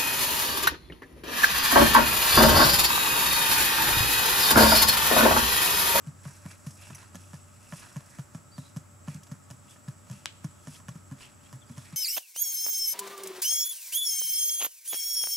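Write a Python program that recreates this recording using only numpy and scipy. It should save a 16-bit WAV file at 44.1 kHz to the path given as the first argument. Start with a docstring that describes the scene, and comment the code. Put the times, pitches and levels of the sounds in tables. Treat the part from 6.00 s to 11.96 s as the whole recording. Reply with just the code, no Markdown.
"""Open sandy ground, stereo microphones: air, a far engine's hum and high insects run throughout. From the
start a quail just ahead pecks seed off a sheet of cardboard, each peck a few beak contacts and a dull, falling
thump of the sheet. Its feet shuffle as it feeds; seed and sand rustle. Near 1 s the beak skids over a husk,
from 2.5 s come a few thin peeps, and at 4.3 s one sharp snap echoes off the bushes while the pecking goes on."""
import sys
import numpy as np
from scipy import signal
from scipy.fft import rfft, irfft
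from scipy.io import wavfile

SR = 44100
rng = np.random.default_rng(int(sys.argv[2]) if len(sys.argv) > 2 else 0)


def generate_wav(signal):
    """Clip the signal to [-1, 1] and save it as 16-bit WAV at the path in sys.argv[1]."""
    frames = np.transpose(np.atleast_2d(signal))
    scaled = np.clip(frames, -1, 1) * 32767
    pcm = np.round(scaled).astype(np.int16)
    wavfile.write(sys.argv[1], SR, pcm)


N = 262836
TIME = np.arange(N) / SR
FREQS = np.fft.rfftfreq(N, 1 / SR)

# Pecks on the sheet, knock and tick before their trims, rebound against the first touch:
# start_s, thump_db, settled_pitch_hz, swell_s, ring_db, knock_db, tick_db, rebound_gap_s, rebound_db
PECKS = [(0.065, -32, 138.4, 0.017, -36, -53, -55.5, .007, -2),
         (0.253, -32, 138, 0.015, -37, -43.5, -62, .006, -2.5),
         (0.454, -32.5, 134, 0.0078, -42, -48.5, -55.5, .0075, 4),
         (0.665, -29.5, 135, 0.011, -41.5, -49, -47.5, 0.0045, 0),
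         (0.902, -38.5, 140, 0.0058, -43.5, -46.5, -56, .004, 3.5),
         (1.147, -41, 148, 0.0066, -41.5, -43, -49, 0.0081, 1.5),
         (1.333, -35, 138, 0.012, -49, -44, -49, 0.0087, -3),
         (1.724, -33, 138, 0.01, -41, -37, -62, 0.011, -6),
         (1.960, -28.5, 134, 0.012, -43, -42, -49.5, 0.0063, -0.5),
         (2.186, -29.5, 130, 0.012, -53, -45.5, -51.5, .008, -0.5),
         (2.348, -30.5, 122.5, 0.0075, -44, -42.5, -48, 0.0063, -9),
         (2.581, -31.5, 132, 0.0089, -39.5, -41.5, -46, .005, -8.5),
         (2.763, -26.5, 128, 0.0098, -36, -44, -48.5, 0.0064, -1),
         (3.077, -28, 138.6, 0.01, -33, -43.5, -56, 0.0062, 4.5),
         (3.143, -35.5, 140.4, 0.013, -35.5, -65, -49.5, 0.0031, -2.5),
         (3.315, -30, 130, 0.01, -36, -47.5, -51.5, 0.0044, -3),
         (3.503, -41.5, 140.5, 0.011, -40.5, -47.5, -47.5, 0.007, -1),
         (3.879, -28.5, 126, 0.011, -45, -50, -54, 0.0055, 2.5),
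         (4.099, -30.5, 124.6, .0135, -28.5, -46.5, -49.5, .014, -2),
         (4.444, -25, 129, 0.0087, -40, -42.5, -45.5, 0.0038, -6.5),
         (4.672, -36.5, 133, 0.0078, -40.5, -41, -51, .008, -8),
         (4.884, -33.5, 126.4, 0.0086, -39, -41, -47.5, .006, -3),
         (4.955, -35.5, 118, 0.0048, -44.5, -54, -56, .005, -6),
         (5.113, -34, 121, 0.0093, -36.5, -48.5, -54.5, 0.0089, -2.5),
         (5.528, -38.5, 124, .013, -39, -45.5, -46, .006, -14),
         (5.697, -39.5, 120, 0.011, -39.5, -52, -57, .006, -16),
         (5.773, -34.5, 123, 0.013, -42, -48.5, -53.5, .007, 1),
         (5.926, -34.5, 142, .011, -37, -49, -49, .005, -18)]
# Colour of a beak on dry seed: frequency_hz, relative_db
TICK_COLOUR = [(600, -17), (2000, -9), (3000, 1.5), (4200, -2.5), (5400, 5), (6600, 7.5), (8400, -1.5),
               (10000, 1.5), (12500, -4.5), (15500, -23)]


def amp(db):
    """Decibels to gain."""
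    return 10 ** (np.asarray(db) / 20)


def unit(x):
    """Scales to rms 1."""
    return x / np.sqrt(np.mean(x ** 2) + 1e-20)


def read(points, hz):
    """Reads a spectrum on a log-frequency axis."""
    f, value = np.transpose(points)
    return np.interp(np.log(hz + 1), np.log(f + 1), value)


def add(mix, start_s, sound):
    """Lays a sound into the mix."""
    part = mix[max(round(start_s * SR), 0):][:len(sound)]
    part += sound[:len(part)]


def impulse(points, size=1024):
    """The shortest causal click that has a given spectrum, with energy 1."""
    log_gain = np.log(amp(read(points, abs(np.fft.fftfreq(size, 1 / SR)))))
    minimum_phase = np.exp(np.conj(signal.hilbert(log_gain)))
    click = np.fft.ifft(minimum_phase).real[:size // 2]
    return click / np.linalg.norm(click)


def colour(x, points):
    """Passes sound through a causal filter of the given spectrum."""
    return signal.oaconvolve(x, impulse(points))[:len(x)]


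def wander(rate_hz):
    """Random drift of rms 1, mostly slower than rate_hz."""
    spectrum = rfft(rng.standard_normal(N)) / (1 + (FREQS / rate_hz) ** 4)
    return unit(irfft(spectrum * (FREQS > 0), N))


def stereo_noise(gain):
    """Noise of a given spectrum, partly alike at the two microphones."""
    # Likeness of left and right: frequency_hz, correlation
    likeness = [(25, 0.5), (70, 0.7), (130, 0.66), (260, 0.01), (1200, 0.3), (3000, 0.28), (7700, 0.92),
                (10000, 0.5), (14000, 0.2)]
    mid, side = rfft(rng.standard_normal((2, N)))
    same = read(likeness, FREQS)
    side *= np.sqrt((1 - same) / (1 + same))
    return irfft(np.array([mid + side, mid - side]) * gain, N) / np.std(irfft(mid * gain, N))


def band(hz, width_hz, db):
    """A narrow hump of stereo noise."""
    return amp(db) * stereo_noise(1 / (1 + ((FREQS - hz) / width_hz) ** 2))


def open_air(level_db=-57.5):
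    """The low, steady rush of open air around the microphones."""
    # Colour of the air: frequency_hz, relative_db
    air_colour = [(20, -19), (35, -28), (55, -12.5), (75, -2), (120, 0.5), (190, -5), (270, -7.5),
                  (450, -18), (1400, -16.5), (2000, -23), (4200, -31), (5600, -24.5), (10000, -27.5),
                  (15500, -38)]
    return amp(level_db) * stereo_noise(amp(read(air_colour, FREQS)))


def far_engine(firing_hz=93.7, waver=0.015, flutter_db=2.0):
    """A distant engine's firing note, wavering on its way through the air, under steady noise bands."""
    # Upper bands of the engine: centre_hz, half_width_hz, level_db
    upper_bands = [(590.4, 24, -71), (870, 68, -77), (1128, 5, -77.5), (1284, 55, -70.5)]
    # Swell and fade of the firing note: time_s, level_db
    swells = [(0, -59), (.35, -55.5), (1.15, -55), (1.55, -58.5), (2.4, -62.5), (2.95, -58), (3.7, -61.5),
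              (4.4, -57.5), (4.85, -57), (5.3, -61.5), (5.95, -57)]
    whirr = sum(band(*row) for row in upper_bands)
    turns = np.cumsum(firing_hz * (1 + waver * wander(rate_hz=8.8))) / SR
    level_db = np.interp(TIME, *np.transpose(swells)) + flutter_db * wander(rate_hz=4.5)
    return whirr + amp(level_db) * unit(np.sin(2 * np.pi * turns))


def insects(throb_db=0.55, chirps_per_s=7.42, first_chirp_s=.078, chirp_s=0.049):
    """A shimmering chorus, with one insect nearer the microphones chirping in steady time."""
    # Bands of the chorus: centre_hz, half_width_hz, level_db
    chorus_bands = [(7500, 560, -67.5), (7820, 180, -68.5)]
    chorus = sum(band(*row) * amp(throb_db * wander(rate_hz=4.7)) for row in chorus_bands)
    beats = (TIME - first_chirp_s) * chirps_per_s
    from_crest_s = ((beats + .5) % 1 - .5) / chirps_per_s
    chirps = np.exp(-(2 * from_crest_s / chirp_s) ** 4) * amp(throb_db * wander(rate_hz=4.1))
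    return chorus + chirps * band(hz=7790, width_hz=320, db=-65.5)


def touches(rebound_crisp_db=5.5, last_touch_db=-5.5, fade_db=-3):
    """The beak strikes, rebounds and touches again, amid stray taps. Gives start_s, knock_db, tick_db."""
    # Stray light taps between pecks, seed clicks and a couple of soft footfalls, before the trims:
    # start_s, knock_db, tick_db
    stray_taps = [(0.707, -61, -50), (0.769, -67, -56), (1.018, -59, -71), (1.028, -51, -63),
                  (1.758, -53, -57), (1.797, -51, -57), (2.006, -52, -55), (3.224, -59, -70),
                  (3.233, -66, -48.5), (3.269, -56, -53), (3.761, -51.5, -67), (4.509, -58, -60),
                  (4.801, -53.5, -58), (5.188, -58, -58), (5.207, -51.5, -58)]
    contacts = []
    for start_s, *_, knock_db, tick_db, gap_s, rebound_db in PECKS:
        last_gap_s = rng.uniform(.0036, .003696)
        last_db = min(rebound_db, 0) + last_touch_db
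        crisp_db = rebound_db + rebound_crisp_db  # the rebound lands on seed
        contacts += [(start_s, knock_db, tick_db),
                     (start_s + gap_s, knock_db + rebound_db, tick_db + crisp_db),
                     (start_s + gap_s + last_gap_s, knock_db + last_db, tick_db + last_db)]
    for start_s, knock_db, tick_db in stray_taps:
        gap_s = rng.uniform(.001575, .00336)
        for k in range(3):  # each tap is three quick, fading contacts
            contacts.append((start_s + k * gap_s, knock_db + 2 * k * fade_db, tick_db + k * fade_db))
    return contacts


def sheet_blow(modes, spread, detune):
    """One blow on the sheet; the mix and tuning of its modes vary at random, as with where it lands."""
    t = TIME[:SR // 5]
    hz, db, t60 = np.transpose(modes)[:, :, None]
    weight, shift, lag = rng.standard_normal((3, len(modes), 1))
    waves = np.sin(2 * np.pi * hz * (1 + detune * shift) * t + np.pi * lag)
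    return ((1 + spread * weight) * amp(db - 60 * t / t60) * waves).sum(0)


def sheet_thumps(start_pitch_ratio=2.3, settle_s=0.005):
    """Short bending waves outrun long ones, so each thump falls in pitch; the sheet then rings on."""
    # Low modes of the sheet: pitch_hz, relative_db, t60_s
    low_modes = [(141.5, 5.5, 0.13), (184.3, -4, 0.18), (253, 13, 0.059)]
    out, t = np.zeros(N), TIME[:SR // 5]
    glide = t + (start_pitch_ratio - 1) * settle_s * (1 - np.exp(-t / settle_s))
    for start_s, thump_db, hz, swell_s, ring_db, *_ in PECKS:
        swell = (t / swell_s * np.exp(1 - t / swell_s)) ** 2.36
        push = swell * np.sin(2 * np.pi * hz * glide)
        ring_onset = 1 - np.exp(-(t / swell_s / 2) ** 2)
        ring = ring_onset * sheet_blow(low_modes, spread=0.64, detune=0.057)
        add(out, start_s, amp(thump_db) * push + amp(ring_db) * ring)
    return out


def card_knocks(contacts, trim_db=-2):
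    """Each contact rings the cardboard's upper modes."""
    # Upper modes of the sheet: pitch_hz, relative_db, t60_s
    upper_modes = [(585, -3, .038), (665, -7, .03), (830, -8, .025), (1010, -3, .032), (1125, -4, .03),
                   (1380, -5, .026), (1740, -2.5, .026), (2300, -8, .014), (2980, -8, .018)]
    out = np.zeros(N)
    for start_s, db, _ in contacts:
        knock = sheet_blow(upper_modes, spread=0.063, detune=0.016)
        attack_rms = np.std(knock[:SR // 600])
        add(out, start_s, amp(db + trim_db) * knock / attack_rms)
    return out


def ticks(contacts, trim_db=-1, crack_s=0.0015, crunch_db=-15, crunch_s=0.017):
    """Each contact, mostly hard beak on dry seed, gives an instant crack and a short gritty crunch."""
    out, t = np.zeros(N), TIME[:SR // 20]
    for start_s, _, db in contacts:
        crack, grit, size = rng.standard_normal((3, len(t)))
        crunch = amp(crunch_db) * grit * size * np.exp(-t / crunch_s)
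        tick = crack * np.exp(-t / crack_s) + crunch
        attack_rms = np.std(tick[:SR // 600])
        add(out, start_s, amp(db + trim_db) * tick / attack_rms)
    return colour(out, TICK_COLOUR)


def grains(per_s, spread_db, clump_db):
    """Tiny collisions of uneven size that come in clumps."""
    size = amp(spread_db * np.minimum(rng.exponential(1, N), 4)) * rng.standard_normal(N)
    hits = rng.random(N) < per_s / SR
    return unit(size * hits * amp(clump_db * wander(rate_hz=66)))


def seed_ring(resonances):
    """The damped resonances of a seed or husk, with energy 1."""
    t = TIME[:SR // 50]
    ring = sum((-1) ** k * amp(db) * width * np.exp(-np.pi * width * t) * np.sin(2 * np.pi * hz * t)
               for k, (hz, width, db) in enumerate(resonances))
    return ring / np.linalg.norm(ring)


def scuffs(coarse_trim_db=-4, fine_trim_db=-2, seed_width_hz=550):
    """Feet and beak drag coarse seed and fine sand, and each peck stirs a little: scrape and hiss."""
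    # Strokes over the ground, before the trims:
    # crest_s, rise_s, fall_s, coarse_db, fine_db, seed_pitch_hz
    drags = [(0.275, 0.048, 0.13, -56, -52.5, 1550), (0.516, 0.037, 0.028, -54, -51, 2260),
             (0.709, 0.09, .15, -73, -55.5, 1660), (0.822, 0.031, 0.12, -54, -52.5, 2630),
             (1.021, 0.08, 0.044, -55, -57, 1670), (1.21, 0.056, 0.22, -64, -56.5, 2940),
             (1.776, 0.11, .12, -57.5, -49.5, 2760), (1.834, 0.024, .07, -51.5, -70, 1580),
             (2.132, 0.095, 0.092, -59, -57.5, 1750), (2.648, 0.071, 0.064, -60.5, -58.5, 3840),
             (3.108, 0.022, 0.026, -54, -53.5, 2300), (3.713, 0.049, 0.049, -60.5, -56, 3130),
             (4.134, 0.052, 0.098, -58, -57, 2960), (4.765, 0.086, 0.02, -56, -49.5, 3220),
             (5.221, 0.022, 0.05, -49.5, -53, 3000), (5.45, 0.037, 0.085, -63.5, -62, 3000),
             (5.815, 0.066, 0.059, -58, -55, 3330), (5.86, 0.032, 0.13, -58.5, -60, 2170)]
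    t = TIME[::SR // 1000]

    def stroke(crest_s, rise_s, fall_s):
        """Rises to a crest and dies away."""
        return np.exp(np.minimum((t - crest_s) / rise_s, (crest_s - t) / fall_s))

    stirs = [stroke(start_s + 0.019, rise_s=0.038, fall_s=0.037) for start_s, *_ in PECKS]
    strokes = [(stroke(*row[:3]), *row[3:]) for row in drags]
    strokes.append((np.linalg.norm(stirs, axis=0), -64, -61.5, 1650))
    rattle = grains(per_s=1400, spread_db=1.5, clump_db=1.5)
    coarse_power, fine_power, seeds = np.zeros((3, N))
    for swell, coarse_db, fine_db, seed_hz in strokes:
        swell = np.interp(TIME, t, swell)
        coarse_power += (amp(coarse_db) * swell) ** 2
        fine_power += (amp(fine_db) * swell) ** 2
        ring = seed_ring([(seed_hz, seed_width_hz, 0)])
        seeds += signal.oaconvolve(amp(coarse_db) * swell * rattle, ring)[:N]
    # Colours of the seed's scrape and the sand's hiss: frequency_hz, relative_db
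    scrape_colour = [(200, 10), (700, -7), (1700, 5), (2400, 4), (3100, -0.5), (4200, 2.5), (6000, -4.5),
                     (10000, -49)]
    hiss_colour = [(2500, -28.5), (4300, -9.5), (5500, 1), (6700, -1), (8500, -3), (10000, -1.5),
                   (12000, -8.5), (13500, -19), (15500, -27)]
    scrape = colour(np.sqrt(coarse_power) * grains(per_s=4000, spread_db=1, clump_db=4), scrape_colour)
    hiss = colour(np.sqrt(fine_power) * grains(per_s=8000, spread_db=-1.5, clump_db=2), hiss_colour)
    return amp(coarse_trim_db) * (scrape + seeds), amp(fine_trim_db) * hiss


def beak_skid(start_s=.9475, length_s=.012, level_db=-45, slips_per_s=1400, jitter=0.38):
    """The beak skids over a husk, ringing it with a quick run of uneven slips."""
    # Resonances of the husk: pitch_hz, width_hz, relative_db
    husk = [(2070, 260, 8), (5890, 170, 6.5), (9800, 720, 1.5), (11000, 600, 0), (14200, 580, 5)]
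    out, length = np.zeros(N), round(length_s * SR)
    turns = np.cumsum(slips_per_s * (1 + jitter * wander(rate_hz=360)[:length])) / SR
    slips = np.diff(np.floor(turns), prepend=-1)
    skid = colour(signal.fftconvolve(slips, seed_ring(husk)), TICK_COLOUR)
    add(out, start_s, amp(level_db) * skid / np.std(skid[:length]))
    return out


def peeps():
    """Faint whistles, each an arch or a slide in pitch, made raspy by a fast flutter."""
    # Thin calls: start_s, length_s, start_hz, middle_hz, end_hz, peak_db, rasp_share_of_pitch
    calls = [(2.508, .078, 4330, 4690, 4100, -56.5, .005), (2.585, .032, 4000, 3850, 3720, -64, .01),
             (2.64, .05, 3750, 3950, 3900, -63, .012), (3.685, .05, 3350, 3300, 3200, -60, .07),
             (5.443, .033, 3100, 3180, 3400, -61, .02), (5.608, .036, 3750, 3300, 3080, -59, .025),
             (5.665, .025, 4700, 4820, 4780, -64, .02)]
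    out = np.zeros(N)
    for start_s, length_s, *pitches_hz, peak_db, rasp in calls:
        progress = np.linspace(0, 1, round(length_s * SR))
        contour_hz = np.polyval(np.polyfit([0, .5, 1], pitches_hz, 2), progress)
        hz = contour_hz * (1 + rasp * wander(rate_hz=170)[:len(progress)])
        swell = amp(peak_db) * np.sin(np.pi * progress ** 0.89)
        add(out, start_s, swell * np.sin(2 * np.pi * np.cumsum(hz) / SR))
    return out


def snap(start_s=4.2577, crack_db=-5.7, ring_db=-31, ring_s=0.0022, echo_delay_s=.006):
    """One sharp dry snap a little to the right: a crack, a brief ring, echoes off ground and bushes."""
    # Colours of the snap and of its echo: frequency_hz, relative_db
    snap_colour = [(150, -22), (450, -12), (900, -2.5), (1900, -1), (3100, 1), (3800, -1), (4200, -10),
                   (4700, -3), (6100, -3), (8000, -10), (9900, -10), (11300, -16), (13500, -31),
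                   (16000, -40)]
    echo_colour = [(200, -17), (700, -17), (1300, 1), (2000, 2.5), (3000, 9.5), (4500, 2), (6400, -3),
                   (9000, -11), (15000, -32)]
    out, t = np.zeros((2, N)), TIME[:SR // 2]
    near_ground = amp(-42) * np.exp(-t / .021)
    far_bushes = amp(-60) * np.exp(-t / .17)
    pole = .62  # all-pass: the lows lag slightly
    crack = signal.lfilter([pole ** 2, -2 * pole, 1], [1, -2 * pole, pole ** 2], impulse(snap_colour))
    for microphone, side_db in zip(out, (-.5, .5)):
        ring, echo = rng.standard_normal((2, len(t)))
        add(microphone, start_s, amp(crack_db + side_db) * crack)
        add(microphone, start_s, amp(ring_db) * colour(ring * np.exp(-t / ring_s), snap_colour))
        add(microphone, start_s + echo_delay_s, colour(echo * (near_ground + far_bushes), echo_colour))
    return out


def ground_scatter(x, t60_s=0.057):
    """Faint reflections off ground and grass, different at each microphone."""
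    t = TIME[:SR // 4]
    tail = rng.standard_normal((2, len(t))) * amp(-60 * t / t60_s)
    return signal.fftconvolve(x[None], tail / np.linalg.norm(tail[0]), axes=1)[:, :N]


def scene(pan_db=1.96):
    """The birds just ahead of the microphones and slightly right, in the open."""
    contacts = touches()
    thump, knock, peep = sheet_thumps(), card_knocks(contacts), peeps()
    scrape, hiss = scuffs()
    crisp = ticks(contacts) + beak_skid()
    direct = thump + crisp + hiss + peep + (knock + scrape) * amp([[-pan_db], [pan_db]])
    peck_send = amp(-13) * (knock + crisp) + amp(-23) * thump
    rustle_send = amp(-4) * scrape + amp(-10) * hiss
    reflections = ground_scatter(peck_send + rustle_send + amp(-3) * peep)
    return direct + reflections + snap() + open_air() + far_engine() + insects()


def record(dry, edge_hz=15750):
    """The recorder's band limit."""
    low_pass = signal.firwin(511, edge_hz, window=("kaiser", 9), fs=SR)
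    return signal.oaconvolve(dry, low_pass[None], "same")


dry = scene()
out = record(dry)
generate_wav(out)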